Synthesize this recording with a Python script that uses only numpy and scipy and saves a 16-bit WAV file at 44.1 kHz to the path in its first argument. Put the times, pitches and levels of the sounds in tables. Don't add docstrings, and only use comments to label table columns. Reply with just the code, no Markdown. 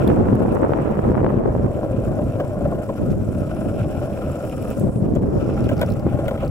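import sys
import numpy as np
from scipy import signal
from scipy.io import wavfile
from scipy.ndimage import uniform_filter1d

SR = 44100
rng = np.random.default_rng(int(sys.argv[2]) if len(sys.argv) > 2 else 0)


def nominal_scale(level):
    x = np.asarray(level, float) / 20
    return 10 ** x


def persist_wave(psi):
    counts = np.round(np.clip(psi, -1, 1) * 32767).astype(np.int16)
    wavfile.write(sys.argv[1], SR, np.atleast_2d(counts).T)


N = 286647

# f/Hz, width/Hz, level/dB
DECK_MODES = [(322, 63, 3.5), (567, 92, 5), (610.3, 142, -1.5), (787, 11.3, -5), (968, 163, -10.5)]
# f/Hz, width/Hz, level/dB
BEARING_MODES = [(2530, 400, 17.5), (2740, 860, 16)]
# (dB per octave, well above 300 Hz)
EDDY_SHARPNESS = [(0.0, -3), (0.3, -4), (0.7, 0.5), (1.6, -4.5), (1.8, -9.5), (4.0, -16.5), (4.8, -13),
                  (5.3, -7), (6.5, -26)]


def evened(x):
    return x / np.sqrt(np.mean(x ** 2) + 1e-20)


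def read(points, hz):
    f, value = np.transpose(points)
    return np.interp(np.log(hz + 1), np.log(f + 1), value)


def curves(rows, t):
    s, *columns = np.transpose(rows)
    return [np.interp(t, s, column) for column in columns]


def panned(x, pan_db):
    return x * nominal_scale(np.array([[pan_db / 2], [-pan_db / 2]]))


def add(mix, s, sound):
    part = mix[:, round(s * SR):][:, :sound.shape[1]]
    part += sound[:, :part.shape[1]]


def resonate(x, hz, *widths):
    turn = np.exp(2j * np.pi * np.cumsum(hz * np.ones(x.shape[-1])) / SR)
    low = x * turn.conj()
    for r in np.exp(-np.pi * np.array(widths) / SR):
        low = signal.lfilter([1 - r], [1, -r], low)
    return 2 * (turn * low).real


def ring(x, modes):
    return sum(nominal_scale(db) * resonate(x, hz, w, 2 * w) for hz, w, db in modes)


def stones(per_s, spread_db, clump_s, clump_db):
    hit = (rng.random(N) < per_s / SR) * rng.choice([-1., 1.], N)
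    coarse = evened(uniform_filter1d(rng.standard_normal(N), int(clump_s * SR)))
    size_db = spread_db * np.minimum(rng.exponential(1, N), 5)
    return evened(hit * nominal_scale(size_db + clump_db * np.clip(coarse, -2, 1.5)))


def shaped(colour_db, same, size, patch_db, flicker_db):
    frames, hz = 4 * N // size + 5, np.fft.rfftfreq(size, 1 / SR)
    a, b, c, d, p = rng.standard_normal((frames, len(hz), 5)).T
    patches = evened(uniform_filter1d(uniform_filter1d(p, 9, 0), 7, 1))
    flicker = evened(uniform_filter1d(rng.standard_normal(frames), 4))
    same, left = np.clip(same, -1, 1), a + 1j * b
    right = same * left + np.sqrt(1 - same ** 2) * (c + 1j * d)
    z = np.array([left, right])
    z *= nominal_scale(colour_db(hz)[:, None] + patch_db * patches + flicker_db * flicker)
    return evened(signal.istft(z, nperseg=size, noverlap=3 * size // 4)[1][:, :N])


def passing(t):
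    # t/s, scuff level/dB, scuff centre f/Hz, whistle level/dB
    pass_points = [(3.3, -90, 9000, -75), (3.6, -56, 10000, -66), (3.8, -68, 9500, -65),
                   (4.4, -61.5, 10900, -65.5), (4.5, -59, 10300, -62.5), (4.74, -60, 10200, -63),
                   (4.79, -53, 8040, -90), (4.87, -56, 8340, -91), (5.0, -42, 8980, -85),
                   (5.05, -78, 8800, -85)]
    scuff_db, hz, whistle_db = curves(pass_points, t)
    to_edge_s = np.minimum(t - pass_points[0][0], pass_points[-1][0] - t)
    near = np.clip(to_edge_s / 0.26, 0, 1)
    air = rng.standard_normal((2, N))
    scuff = evened(resonate(resonate(air, hz, 1800), hz, 2400))
    whistle = evened(resonate(air, 5400, 480, 720))
    grains = stones(per_s=450, spread_db=3, clump_s=0.015, clump_db=5)
    scrape = evened(ring(grains, BEARING_MODES))
    return near * (nominal_scale(whistle_db + 6.0) * scrape + nominal_scale(scuff_db) * scuff + nominal_scale(whistle_db) * whistle)


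def alongside(t):
    # f/Hz, width/Hz, level/dB
    other_modes = [(802, 51, 7.5), (1110, 260, -8.5), (1970, 620, -19)]
    road = np.array([stones(per_s=900, spread_db=5.0, clump_s=0.016, clump_db=4.5) for _ in "LR"])
    rattle = evened(ring(road + 0.42 * road[::-1], other_modes))
    approach = np.interp(t, (5.39, 5.48), (0, 1))
    return approach * nominal_scale(-41.5) * rattle


def hissing(t, coarse):
    # t/s, level/dB (before coarse patches)
    hiss_points = [(0.0, -53), (0.12, -54), (0.26, -57.5), (1.25, -59), (1.36, -62), (1.6, -60.5),
                   (1.7, -57.5), (2.4, -55), (3.6, -54.5), (4.3, -52.5), (4.78, -51), (4.88, -58),
                   (5.16, -59.5), (5.6, -56), (6.3, -54), (6.5, -57.5)]
    # f/Hz, relative level/(dB per Hz)
    grit_colour = [(1500, 1), (3000, -21), (4000, -12), (5300, -6.5), (6700, -7), (7500, 1), (8300, -3),
                   (10500, -4.5), (13300, -6.5), (15800, -10.5)]
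    hiss_db = curves(hiss_points, t)[0] + 1.5 * coarse
    hiss = shaped(lambda hz: read(grit_colour, hz), same=0.083, size=256, patch_db=2.5, flicker_db=2.0)
    fine = np.array([stones(per_s=260, spread_db=2.5, clump_s=0.04, clump_db=3) for _ in "LR"])
    fine = fine + 0.5 * fine[::-1]
    band = signal.butter(2, [3800, 9000], "band", fs=SR, output="sos")
    fine = evened(signal.sosfilt(band, fine))
    puff = rng.standard_normal(90) * np.hanning(90)
    fine = evened(signal.oaconvolve(fine, puff[None], "same"))
    near = np.exp(-((t - 5.55) / 0.29) ** 2)
    crackle_boost_db, near_hiss_db, near_hz = 8, -62.5, 5300
    own = nominal_scale(hiss_db) * (hiss + 0.25 * fine * nominal_scale(crackle_boost_db * near))
    near_hiss = evened(resonate(resonate(hiss, near_hz, 1800), near_hz, 2400))
    return own + nominal_scale(near_hiss_db) * near * near_hiss


def ticks():
    # t/s, peak level/dB, centre f/Hz, left minus right/dB
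    tick_rows = [(0.075, -26, 4000, -9), (0.352, -37, 10500, -10), (0.5312, -42, 10000, -8),
                 (0.543, -41, 11500, -6), (0.549, -38, 7740, -7), (1.037, -45, 3600, 3),
                 (4.45, -34, 2500, 3), (4.474, -37, 2600, 3), (4.495, -33, 2900, 3), (4.624, -33, 2500, 3),
                 (4.702, -30, 2450, 5), (4.7795, -40, 8000, 3), (4.795, -32, 10500, 6),
                 (5.1512, -37.5, 7260, -9), (5.641, -35, 4540, -2), (5.766, -38.5, 5360, 0),
                 (5.777, -35, 5200, 0), (5.793, -33, 5000, 0.0), (5.813, -24.5, 10800, -1),
                 (5.861, -36, 5500, -2), (5.902, -31.5, 4300, -5), (5.92, -34.5, 5300, -2),
                 (5.936, -39, 5900, 4), (5.994, -35.5, 5200, 0), (6.279, -31, 3400, -8),
                 (6.448, -36, 4570, -4), (6.4767, -36, 4940, -4)]
    mix = np.zeros((2, N))
    t = np.arange(500) / SR
    envelope = np.exp(-t / 0.003) * np.minimum(t / .0015, 1)
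    noises = rng.standard_normal((len(tick_rows), 2, 500))
    for (s, db, hz, pan_db), noise in zip(tick_rows, noises):
        puff = (noise[0] + .5 * noise) * envelope
        tone = resonate(resonate(puff, hz, .35 * hz), hz, .5 * hz)
        tick = tone + 0.2 * np.diff(puff, prepend=0) + .12 * puff
        add(mix, s, panned(nominal_scale(db) * tick / abs(tick).max(), pan_db))
    return mix


def knocks():
    # t/s, deck peak level/dB, truck clink peak level/dB
    knock_rows = [(1.828, -15.5, -48), (2.186, -13.5, -38), (2.399, -12, -26), (2.607, -14.5, -41),
                  (2.655, -12.5, -53), (2.72, -16.5, -48), (2.746, -24, -39), (2.889, -16, -39),
                  (5.157, -15.5, -32), (5.596, -31, -47), (5.69, -18, -22), (5.712, -14, -31),
                  (5.813, -10.5, -19.5), (5.827, -9, -24), (6.186, -12, -33), (6.28, -13, -20),
                  (6.308, -15, -35), (6.375, -24, -32), (6.421, -15, -34), (6.432, -15, -32)]
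    # f/Hz (before a random shift), width/Hz, level/dB
    clink_modes = [(910, 730, 7), (1485, 140, 17), (1870, 890, 6.5), (2900, 550, 4.5)]
    mix = np.zeros((2, N))
    t = np.arange(1600) / SR
    decay = np.exp(-t / .011)
    rise = np.minimum(t / .0012, 1)
    for (s, deck_db, clink_db), jolt in zip(knock_rows, rng.standard_normal((len(knock_rows), 1600))):
        blow = jolt * decay ** 1.27 * rise
        shifts = 0.01 * jolt.reshape(16, -1).sum(1) / 2
        clink = [(hz * (1 + shift), w, db) for shift, (hz, w, db) in zip(shifts, clink_modes)]
        parts = ring(blow, DECK_MODES), ring(blow, clink), jolt * decay * rise
        levels_db = deck_db, clink_db, clink_db - 10.5
        knock = sum(nominal_scale(db) * part / abs(part).max() for db, part in zip(levels_db, parts))
        add(mix, s, knock[None])
    return mix


def board(t, coarse):
    # t/s, deck drumming level/dB, bearing rattle level/dB (before coarse patches)
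    roll_points = [(0.0, -28, -50), (0.25, -29.5, -54.5), (1.0, -29.5, -57), (1.5, -29, -62),
                   (1.8, -27, -56), (2.8, -28.5, -56), (3.25, -32, -56.5), (3.5, -30.5, -55.5),
                   (4.25, -29, -54), (4.75, -29.5, -56.5), (5.0, -33, -64), (5.25, -37.5, -64),
                   (5.5, -30.5, -50), (5.9, -33, -55), (6.25, -26.5, -54), (6.5, -33.5, -54.5)]
    # f/Hz (before the wander), width/Hz, level/dB
    truck_modes = [(1329, 162, 0)]
    drum_db, rattle_db = curves(roll_points, t)
    rattle_db = rattle_db + 2.5 * coarse
    road = stones(per_s=1000, spread_db=2.0, clump_s=0.016, clump_db=1.5)
    other = stones(per_s=1800, spread_db=-3.5, clump_s=0.041, clump_db=6.5)
    both = road + 0.029 * np.array([other, -other])

    wander_window = np.hanning(int(0.22 * SR))
    load = 1 + 0.032 * evened(signal.fftconvolve(rng.standard_normal(N), wander_window, "same"))
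    drum_modes = [(hz * load, w, db) for hz, w, db in DECK_MODES]
    loaded_trucks = [(hz * load, w, db) for hz, w, db in truck_modes]
    drum = nominal_scale(drum_db) * evened(ring(road, drum_modes))
    trucks = nominal_scale(rattle_db + 8.5) * evened(ring(both, loaded_trucks))
    deck = drum + trucks + knocks()

    chatter = np.array([road, other - 0.25 * road]) + 0.27 * rng.standard_normal((2, N))
    rattle = nominal_scale(rattle_db) * evened(ring(chatter, BEARING_MODES))
    lagged = np.array([deck[0], np.pad(deck[1], (6, 0))[:N]])
    return panned(lagged + rattle, 2.0)


def gusts(t):
    # t/s, level/dB (before buffets)
    gust_points = [(0.0, -13), (0.98, -20.5), (1.0, -17), (1.68, -18.5), (1.74, -26.5), (2.1, -21),
                   (2.6, -29), (2.64, -22), (2.95, -32.5), (3.02, -17), (3.55, -27.5), (3.66, -21.5),
                   (4.4, -33), (4.76, -25.5), (4.8, -15.5), (4.88, -15.5), (4.92, -28.5), (5.01, -17),
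                   (5.6, -20.5), (5.63, -17), (6.03, -26), (6.06, -18.5), (6.39, -31.5), (6.5, -24)]
    buffets = evened(uniform_filter1d(rng.standard_normal(N), int(0.043 * SR)))
    return curves(gust_points, t)[0] + 1.5 * buffets


def rumble(gust_db):
    # f/Hz, relative level/(dB per Hz)
    roar_colour = [(20, -57), (45, -6.5), (100, 0.5), (200, -1.5), (260, -9.5), (400, -12), (600, -34.5),
                   (1000, -95)]
    roar = shaped(lambda hz: read(roar_colour, hz), same=0.97, size=1024, patch_db=2.3, flicker_db=-1.0)
    follows = 0.55
    return nominal_scale(-22.5 + follows * (gust_db + 19.5)) * roar


def pop(size_ms):
    t = np.arange(-300, 301) / SR
    step = t / (size_ms / 1000)
    push = step / 1.79
    shape = -step * np.exp(-step ** 2 / 2) - 4.5 * push * np.exp(-push ** 2 / 2)
    return shape / abs(shape).max()


def pops(t, gust_db):
    # t/s, peak level/dB, left minus right/dB, size/ms
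    pop_rows = [(0.2865, -18, -1, 0.12), (0.4205, -19, 3, 0.12), (0.5696, -21, -14, 0.13),
                (0.634, -16, -14, 0.13), (0.6484, -16, -14, 0.17), (0.695, -8.5, -6, 0.27),
                (0.7356, -14, -15, 0.12), (1.1032, -12, 6, 0.42), (1.118, -11, 11, 0.29),
                (1.153, -18, 16, 0.14), (1.178, -18.5, 17, 0.16), (1.2458, -9.5, 14, 0.21),
                (1.265, -12, 9, 0.14), (1.552, -14.5, -12, 0.21), (3.112, -22, 0, 1.93),
                (5.492, -8.5, -1, 0.35), (5.63, -17, -3, 0.8), (6.067, -6.5, 1, 0.31),
                (6.079, -18, -2, 1.2)]
    small = np.array([stones(per_s=600, spread_db=3.5, clump_s=.03, clump_db=4) for _ in "LR"])
    small = evened(signal.oaconvolve(small, np.diff(pop(0.15))[None], "same"))
    sharpness = curves(EDDY_SHARPNESS, t)[0]
    mix = nominal_scale(gust_db - 16.5 + 1.57 * sharpness) * small
    for s, db, pan_db, size_ms in pop_rows:
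        add(mix, s - 300 / SR, panned(nominal_scale(db) * pop(size_ms)[None], pan_db))
    return mix


def wind(t, gust_db):
    # (dB per Hz, before sharpness)
    eddy_colour = [(20, -46), (40, -15.5), (107, 4), (200, 3.5), (260, 3.5), (455, 2), (1070, -12),
                   (2190, -44), (3000, -56), (5000, -87)]
    shared_hz = 90
    patter = np.array([stones(per_s=160, spread_db=4, clump_s=.04, clump_db=3) for _ in "LR"])
    rush = 0.42 * rng.standard_normal((2, N))
    hz, at, z = signal.stft(patter + rush, SR, nperseg=1024, noverlap=768)
    hz = hz[:, None]
    z *= nominal_scale(read(eddy_colour, hz) + curves(EDDY_SHARPNESS, at)[0] * np.log2(1 + hz / 300))
    z += (np.sqrt(2) * z.mean(0) - z) / (1 + (hz / shared_hz) ** 2)
    air = signal.istft(z, nperseg=1024, noverlap=768)[1][:, :N]
    air /= np.sqrt(uniform_filter1d((air ** 2).mean(0), SR // 8))
    widened = air - 0.066 * air[::-1]
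    return nominal_scale(gust_db) * widened


def scene():
    t = np.arange(N) / SR
    gust_db = gusts(t)
    patch_window = np.hanning(int(0.041 * SR))
    coarse = evened(signal.fftconvolve(rng.standard_normal(N), patch_window, "same"))
    others = passing(t) + alongside(t)
    ride = hissing(t, coarse) + ticks() + board(t, coarse)
    return others + ride + rumble(gust_db) + pops(t, gust_db) + wind(t, gust_db)


def band_limit(x):
    return signal.sosfilt(signal.butter(12, 15830, fs=SR, output="sos"), x)


def record(dry):
    dipped = dry - 0.6 * resonate(dry, 164.8, 20.8)
    mix = 0.77 * np.tanh(dipped / 0.79)
    return band_limit(mix)


dry = scene()
out = record(dry)
persist_wave(out)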